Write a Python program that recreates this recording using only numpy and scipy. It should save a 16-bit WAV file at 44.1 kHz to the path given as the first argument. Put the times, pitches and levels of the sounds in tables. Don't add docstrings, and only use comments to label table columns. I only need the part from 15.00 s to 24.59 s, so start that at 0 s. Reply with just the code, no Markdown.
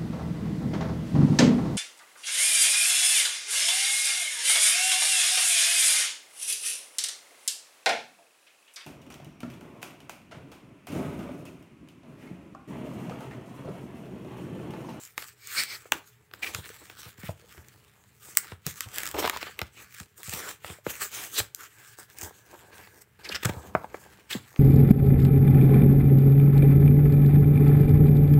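import sys
import numpy as np
from scipy import signal
from scipy.fft import rfft, irfft, next_fast_len
from scipy.io import wavfile
from scipy.ndimage import uniform_filter1d, map_coordinates

SR = 44100
rng = np.random.default_rng(int(sys.argv[2]) if len(sys.argv) > 2 else 0)


def store_pcm(level_fs):
    pcm = np.round(np.clip(level_fs, -1, 1) * 32767).astype(np.int16)
    wavfile.write(sys.argv[1], SR, np.atleast_2d(pcm).T)


N = 422916

# full_strength_s, climb_s, hold_s, rustle_db, crunch_over_rustle_db
STROKES = [(0.0, .01, 0.06, -55, -8), (0.081, .3, 0.022, -60.5, -14), (0.186, 0.029, 0.029, -47.5, -5),
           (0.275, 0.045, 0.0074, -52.5, -17), (0.598, 0.16, .001, -32.5, -22),
           (0.725, 0.17, 0.024, -45.5, -12.5), (0.818, 0.14, 0.062, -60, -9),
           (0.936, 0.026, 0.0011396, -46, 6), (1.074, 0.22, 0.052, -62.5, -18),
           (1.331, 0.0033, 0.11, -58.5, 1), (1.423, 0.0052, 0.075, -44, -5.5),
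           (1.542, 0.029, 0.043, -44.5, -7.5), (1.63, 0.1342, 0.33, -51.5, -7.5),
           (1.994, 0.084, 0.089, -48.5, -12), (2.26, 0.1, 0.0011, -43.5, -18),
           (2.517, 0.38, 0.68, -59.5, -4), (3.254, 0.1, 0.076, -54.5, -9), (3.381, 0.057, 0.13, -49.5, -14),
           (3.67, 0.027, 0.027, -41, -17.5), (3.813, 0.21, 0.025, -46.5, -15), (3.97, 0.14, 0.13, -43, -8),
           (4.143, .008, 0.12, -44, 5.5), (4.228, 0.05, 0.034, -34.5, -1),
           (4.344, 0.077, 0.02, -41.5, -6.5), (4.415, 0.023, 0.066, -41, -12),
           (4.603, 0.088, 0.02463, -52.5, -1), (4.79, 0.083, 0.04, -48.5, -11),
           (4.988, 0.3, 0.016, -53, -24), (5.179, 0.034, 0.05, -60, -3.5),
           (5.239, 0.011, 0.0838, -46.5, -23), (5.329, 0.028, 0.17, -40.5, -5.5),
           (5.662, 0.058, 0.07, -47, -5), (5.873, 0.037, 0.11, -45, -12),
           (6.019, 0.036, 0.0007303, -33.5, -9), (6.146, 0.062, 0.1, -42.5, -6),
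           (6.389, 0.12, 0.0014, -37.5, -7.5), (6.61, 0.066, 0.025, -47.5, -10.5),
           (6.806, 0.38, 0.13, -57.5, -8), (6.997, 0.044, 0.0011, -51, -6.5), (7.099, 0.046, .01, -59, -5),
           (7.205, 0.067, 0.07, -50.5, 3), (7.336, 0.14, 0.15, -63.5, 0), (7.515, 0.12, 0.184, -59.5, 4.5),
           (7.731, 0.035, 0.098, -54.5, 1), (7.86, 0.3, 0.13, -61, -2), (8.192, 0.0046, 0.027, -56.5, 0),
           (8.323, 0.11, .001, -43, 2.5), (8.46, 0.11, 0.031, -44.5, -11),
           (8.526, 0.055, 0.17, -57.5, 11.5), (8.742, 0.046, 0.24, -63.5, 10),
           (8.979, 0.038, 0.23, -59.5, 2.5), (9.307, 0.016, 0.019, -35, -14.5),
           (9.426, 0.64, 0.13, -60.5, -1.5), (9.58, 0.048, .02, -59, 10)]
# time_s, offset_db
HISS_OVER_RUSTLE = [(0.0, 10), (.2, 2.5), (.6, 2), (1.0, -0.5), (3.0, -1.5), (3.3, 7.5), (3.5, -7.5),
                    (3.8, 4.5), (4.4, -7), (5.3, 5), (5.7, -1), (6.3, 6), (6.7, 1), (7.2, 6), (7.7, -1.5),
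                    (8.0, 3), (8.35, -9.5), (8.6, 2.5), (9.3, -3.5), (9.59, 0.5)]
# start_s, end_s, grit_share
SMOOTH_SPANS = [(0.383, .8, .15), (1.4, 1.6, .3), (3.931, 4.4, 0.55), (5.359, 6.95, 0.64),
                (8.424, 8.53, .3), (9.28, 9.4, .15)]
# start_s, sheet_db, fibre_over_sheet_db
SNAPS = [(0.052, -52.5, 26.5), (0.179, -16, -1), (.225, -29, 2), (0.473, -40.5, 21), (0.636, -23.5, 10),
         (0.856, -52, -35), (.921, -4, -1), (1.313, -43, -9), (1.337, -26, -4.5), (1.548, -16.5, 1),
         (1.899, -30, -6.5), (2.233, -33.5, -2), (2.578, -40, -8), (2.685, -54, 22), (3.352, -37, 10),
         (3.372, -13.5, 20), (3.52, -31, -16.5), (3.666, -19.5, 12.5), (3.807, -19.5, 10), (3.944, -39, 16),
         (3.96, -38, 16), (3.984, -20, 10.5), (4.004, -24.5, 3), (4.0336, -23.5, 10.5), (4.056, -23, 5),
         (4.066, -25, 11.5), (4.075, -23.5, 7), (4.089, -31, 12), (4.1135, -33, 13), (4.145, -28, -23),
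         (4.166, -29, -16.5), (4.18, -27, -15), (4.226, -26, -21), (4.243, -19.5, -19), (4.251, -15, -13),
         (4.262, -28.5, -26), (4.276, -13.5, -3), (4.297, -10, 1), (4.372, -21, -2), (4.429, -19.5, -8),
         (4.591, -16, -1.5), (4.616, -14.5, -5.5), (4.946, -35.5, 7), (5.001, -26.5, 2), (5.232, -32, 11),
         (5.295, -30, 14), (5.327, -26.5, -9), (5.646, -27, -11.5), (5.7, -36, -21.5), (5.866, -31, -29.5),
         (6.401, -12.5, -4), (6.548, -38.5, 25.5), (7.186, -41, 20), (7.213, -35, 18), (7.873, -37, -10),
         (8.4487, -15.5, -3), (8.4529, -15.5, 6), (8.456, -14, 3), (8.751, -34.5, -43.5), (8.845, -54, -39),
         (8.944, -39.5, -34.5), (9.561, -30.5, -10.5)]
# time_s, level_db
FLEX_LEVEL = [(0.0, -84), (0.64, -82), (1.33, -75), (1.47, -69), (3.36, -67.5), (4.25, -62.5), (4.94, -70),
              (5.37, -81), (6.73, -86), (8.2, -68), (8.63, -56.5), (9.59, -75)]
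# start_s, level_db, pitch_hz
PANEL_POPS = [(.179, -21.5, 1210), (.921, -15.5, 854), (0.922, -20.5, 2220), (1.547, -21, 2520),
              (1.702, -38, 450), (2.293, -24, 647), (2.397, -51, 403), (2.424, -49, 474), (2.443, -46, 482),
              (3.372, -11.5, 1990), (4.277, -16.5, 1004), (4.364, -21.5, 1020), (5.786, -42.5, 596),
              (8.541, -36.5, 479), (8.751, -6.5, 640), (8.844, -24, 864)]
# time_s, level_db
SLIDE_LEVEL = [(0.39, -74.5), (0.418, -59), (0.5, -50), (0.548, -45), (0.588, -23.5), (0.632, -35.5),
               (0.67, -48.5), (0.705, -38.5), (0.761, -43), (0.772, -74)]
# middle_s, half_length_s, pitch_hz, level_db
PANEL_RINGS = [(1.434, 0.0082, 2340, -28.5), (1.446, 0.003, 2320, -29.5), (1.471, .012, 2300, -34.5),
               (4.337, 0.011, 1010, -38), (6.208, 0.097, 3060, -50), (6.38, 0.025, 3940, -30),
               (8.252, 0.011, 4640, -43), (8.26, 0.014, 2380, -38), (8.293, 0.0038, 4300, -34),
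               (8.325, 0.0068, 2700, -30), (8.355, 0.008, 5160, -31.5), (9.314, 0.0037, 2300, -30.5),
               (9.331, .006, 3430, -30)]
# peak_s, level_db, nominal_pitch_hz
THUMPS = [(1.553, -37, 162), (1.589, -35, 151), (2.067, -41.5, 124), (2.189, -44, 114), (2.239, -36, 130),
          (2.292, -27.5, 120), (2.582, -39, 101), (3.527, -36, 111.5), (3.669, -29, 126), (3.865, -36, 110),
          (4.623, -31.5, 106), (5.011, -38, 135), (5.285, -35.5, 103), (5.34, -37, 142), (5.649, -46, 125),
          (5.704, -37, 140), (5.871, -33.5, 108), (6.404, -31.5, 128), (7.234, -36.5, 111),
          (8.458, -18.5, 118), (8.498, -25.5, 127), (8.571, -31, 102), (8.757, -29.5, 132),
          (9.355, -26, 172)]
# middle_s, half_length_s, fibre_db, sheet_db, crease_db
RASPS = [(4.196, 0.012, -32.5, -35.5, -35), (5.903, 0.0097, -44.5, -41, -42.5),
         (6.389, 0.01, -24, -30, -38.5), (7.233, 0.004, -36, -66, -50), (8.019, 0.01, -51, -59, -66),
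         (8.359, 0.014, -49, -31.5, -52), (8.434, 0.004, -38, -32, -40), (8.495, 0.005, -42, -34, -27)]

# frequency_hz, level_db
FIBRE_EQ = [(2500, -27.5), (4800, -6), (6300, 1.5), (8100, 3.5), (10000, -4.5), (12900, -1), (15500, 1),
            (18000, -10.5)]
SHEET_EQ = [(600, -67), (1150, 0), (1700, 2), (2300, 0.5), (3300, -2.5), (4200, -5.5), (5500, -12.5),
            (8000, -55.5)]
CREASE_EQ = [(130, -40.5), (280, 4.5), (420, 7), (650, 1.5), (900, 5), (1300, -2.5), (2600, -67.5)]
BUCKLE_EQ = [(130, -31), (330, -1.5), (700, -2), (1200, -8), (2300, -14), (3600, -49.5)]
FLEX_EQ = [(25, -52.5), (50, 3.5), (80, 6), (120, -12.5), (200, -1), (320, -17.5), (600, -52.5)]
HUM_EQ = [(30, -67), (60, -4), (120, 11.5), (250, -25), (370, -15.5), (420, 1), (480, -23.5), (800, -22.5),
          (1800, -12), (5000, -29), (16000, -26)]
FOLD_EQ = [(1500, -26.5), (2050, -8.5), (2300, -1), (2600, -16.5), (3400, -22.5), (4300, -7), (5300, -9.5),
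           (7000, -43.5)]
MOUTH_EQ = [(1200, -35), (1600, -5.5), (1720, -9.5), (1850, -26), (2500, -39.5)]

# delay_s, level_db
WALL_ECHOES = [(0.01, -26), (0.012, -21.5), (0.0152, -23)]
# frequency_hz, t60_s
ROOM_DECAY = [(150, 0.27), (1000, 0.29), (8000, 0.2)]

TIME = np.arange(N) / SR


def amp(db):
    return 10 ** (np.asarray(db) / 20)


def unit_rms(x):
    return x / np.sqrt(np.mean(x ** 2) + 1e-20)


def eq_at(points, hz):
    knots_hz, values = np.transpose(points)
    return np.interp(np.log(hz + 1), np.log(knots_hz + 1), values)


def fader(points, outside=None):
    return np.interp(TIME, *np.transpose(points), left=outside, right=outside)


def wobble(rate_hz):
    knots = rng.standard_normal(int(N * rate_hz / SR) + 4)
    return map_coordinates(knots, [TIME * rate_hz])


def resonate(x, eq, size=4096):
    cepstrum = irfft(np.log(amp(eq_at(eq, np.fft.rfftfreq(size, 1 / SR)))))
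    cepstrum[1:size // 2] *= 2
    cepstrum[size // 2 + 1:] = 0
    response = irfft(np.exp(rfft(cepstrum)))[:size // 2]
    return signal.fftconvolve(x, response / np.abs(response).max())[:N]


def noise_bed(eq):
    return unit_rms(resonate(rng.standard_normal(N), eq))


def room_hum():
    return amp(-63) * noise_bed(HUM_EQ)


def hand_strokes(sag_db_per_s=17.5, release_db_per_s=190.5, idle_db=-76):
    t = np.arange(0, N / SR, 1 / 500)
    full_s, climb_s, hold_s, rustle_db, crunch_db = np.transpose(STROKES)[..., None]
    climb_left = np.maximum(full_s - t, 0) / np.abs(climb_s)
    after_s = np.maximum(t - full_s, 0)
    freed_s = np.maximum(after_s - hold_s, 0)
    attack_db = 20 * climb_left * (1 + 0.23 * climb_left)
    release_db = release_db_per_s * freed_s * (1 + freed_s / 0.15)
    stroke_db = rustle_db - attack_db - sag_db_per_s * after_s - release_db
    sheet_db = np.interp(TIME, t, np.maximum(stroke_db.max(0), idle_db))
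    crease_db = np.interp(TIME, t, np.maximum((stroke_db + crunch_db).max(0), idle_db))
    return amp(sheet_db + fader(HISS_OVER_RUSTLE)), amp(sheet_db), amp(crease_db)


def grains(rate_hz, spread_db, clump):
    hits = rng.random(N) < rate_hz * np.exp(clump * wobble(25)) / SR
    size = np.minimum(rng.exponential(size=N), 2.4)
    return unit_rms(hits * amp(spread_db * size) * rng.standard_normal(N))


def bend(x, depth_db=2.8):
    spectrum = signal.stft(x, nperseg=256)[2]
    drift = uniform_filter1d(rng.standard_normal(spectrum.shape), size=5, axis=0)
    drift = uniform_filter1d(drift, size=30, axis=1)
    gain = amp(depth_db * unit_rms(drift))
    power = np.mean(np.abs(spectrum) ** 2, axis=1, keepdims=True)
    gain /= np.sqrt(np.sum(power * gain ** 2, axis=0) / power.sum())
    return signal.istft(spectrum * gain, nperseg=256)[1][:N]


def friction(eq, breaks, graininess):
    grit = np.ones(N)
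    for start_s, end_s, share in SMOOTH_SPANS:
        grit[(TIME > start_s) & (TIME < end_s)] = share
    rub = unit_rms(amp(3 * grit * wobble(45)) * rng.standard_normal(N))
    grain_mix = graininess * grit
    drive = (rub + grain_mix * breaks) / np.sqrt(1 + grain_mix ** 2)
    return unit_rms(bend(resonate(drive, eq)))


def paper_rustle(hiss, rustle, crunch):
    breaks = grains(rate_hz=800, spread_db=8, clump=0.98)
    buckles = grains(rate_hz=110, spread_db=9, clump=1)
    fibre = hiss * friction(FIBRE_EQ, breaks, graininess=0.75)
    sheet = rustle * friction(SHEET_EQ, breaks + 0.17 * buckles, graininess=0.93)
    crease = crunch * friction(CREASE_EQ, buckles, graininess=0.93)
    return fibre + sheet + crease


def packet_flex(crunch):
    rumble = unit_rms(resonate(amp(wobble(9.8)) * rng.standard_normal(N), FLEX_EQ))
    return (amp(fader(FLEX_LEVEL)) + amp(-9) * crunch) * rumble


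def snap_layer(eq, levels_db, t60_s):
    force, t = np.zeros(N + SR), np.arange(800) / SR
    for (start_s, *_), db in zip(SNAPS, levels_db):
        burst = amp(-60 * t / t60_s) * rng.standard_normal(len(t))
        burst /= np.linalg.norm(burst)
        burst[0] = 0.57
        force[round(start_s * SR):][:len(t)] += amp(db) * burst
    return resonate(force[:N], eq)


def snaps():
    _, sheet_db, bright_db = np.transpose(SNAPS)
    fibre = snap_layer(FIBRE_EQ, sheet_db + bright_db, t60_s=0.005)
    sheet = snap_layer(SHEET_EQ, sheet_db, t60_s=0.014)
    crease = snap_layer(BUCKLE_EQ, sheet_db - 14.5 - 0.97 * bright_db, t60_s=0.024)
    return fibre + sheet + crease


def panel_pops(t60_cycles=16):
    out, t = np.zeros(N + SR), np.arange(SR // 10) / SR
    for start_s, db, hz in PANEL_POPS:
        decay = amp(db - 60 * t * hz / t60_cycles)
        out[round(start_s * SR):][:len(t)] -= decay * np.sin(2 * np.pi * hz * t)
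    return out[:N]


def finger_slide():
    return amp(fader(SLIDE_LEVEL, outside=-120)) * noise_bed(FOLD_EQ)


def panel_rings(q=5.9):
    out = np.zeros(N + SR)
    for middle_s, half_s, hz, db in PANEL_RINGS:
        t = np.arange(-3 * half_s, 3 * half_s, 1 / SR)[:SR // 2]
        tone = signal.lfilter(*signal.iirpeak(hz, q, SR), rng.standard_normal(len(t)))
        swell = amp(db) * np.exp(-(t / half_s) ** 2)
        out[round((middle_s + t[0]) * SR):][:len(t)] += swell * unit_rms(tone)
    return out[:N]


def packet_thumps(rise_s=0.005):
    knocks, taps = np.zeros((2, N + SR))
    t = np.arange(SR // 4) / SR
    for peak_s, db, hz in THUMPS:
        start = round((peak_s - rise_s) * SR)
        waver = 0.32 * unit_rms(uniform_filter1d(rng.standard_normal(len(t)), size=300))
        pitch = hz * (0.75 + 0.67 * np.exp(-t / 0.0067)) * (1 + waver)
        punch = t / rise_s * np.exp(1 - t / rise_s)
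        tail = 0.46 * amp(-60 * t / 0.19) * (1 - np.exp(-t / rise_s))
        knocks[start:][:len(t)] += amp(db) * (punch + tail) * np.sin(2 * np.pi * np.cumsum(pitch) / SR)
        taps[start:][:len(t)] += amp(db - 60 * t / 0.12) * rng.standard_normal(len(t))
    return knocks[:N] + 0.042 * resonate(taps, CREASE_EQ)


def rasps():
    gains = np.zeros((3, N))
    for middle_s, half_s, *levels_db in RASPS:
        gains += np.outer(amp(levels_db), np.exp(-((TIME - middle_s) / half_s) ** 2))
    return gains


def mouth_ring(rustle, open_s=6.68, shut_s=9.27, fade_s=0.11):
    gape = np.clip(np.minimum(TIME - open_s, shut_s - TIME) / fade_s, 0, 1)
    return amp(-2.5) * gape * rustle * noise_bed(MOUTH_EQ)


def room_echo(x, tail_db=-17, predelay_s=0.006):
    hz, t, spectrum = signal.stft(rng.standard_normal(SR // 2), SR, nperseg=256)
    decay = amp(-60 * t / eq_at(ROOM_DECAY, hz)[:, None])
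    tail = signal.istft(spectrum * decay, SR, nperseg=256)[1]
    response = np.pad(amp(tail_db) * tail / np.linalg.norm(tail), (round(predelay_s * SR), 0))
    for delay_s, db in WALL_ECHOES:
        response[round(delay_s * SR)] += amp(db)
    return signal.fftconvolve(x, response)[:N]


def scene():
    hiss, rustle, crunch = hand_strokes()
    hiss_rasp, rustle_rasp, crunch_rasp = rasps()
    near = paper_rustle(hiss + hiss_rasp, rustle + rustle_rasp, crunch + crunch_rasp)
    near += packet_flex(crunch) + snaps() + panel_pops() + finger_slide()
    near += panel_rings() + packet_thumps() + mouth_ring(rustle)
    return (near + room_echo(near) + room_hum())[None]


def record(dry, low_cut_hz=32, shelf_hz=15900, top_hz=17130):
    size = next_fast_len(N + SR // 2)
    hz = np.fft.rfftfreq(size, 1 / SR)
    low_cut = (1j * hz / (low_cut_hz + 1j * hz)) ** 5
    shelf = amp(np.interp(hz, [shelf_hz - 150, shelf_hz + 150], [0, -40]))
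    return irfft(rfft(dry, size) * low_cut * shelf * (hz < top_hz), size)[..., :N]


dry = scene()
out = record(dry)
store_pcm(out)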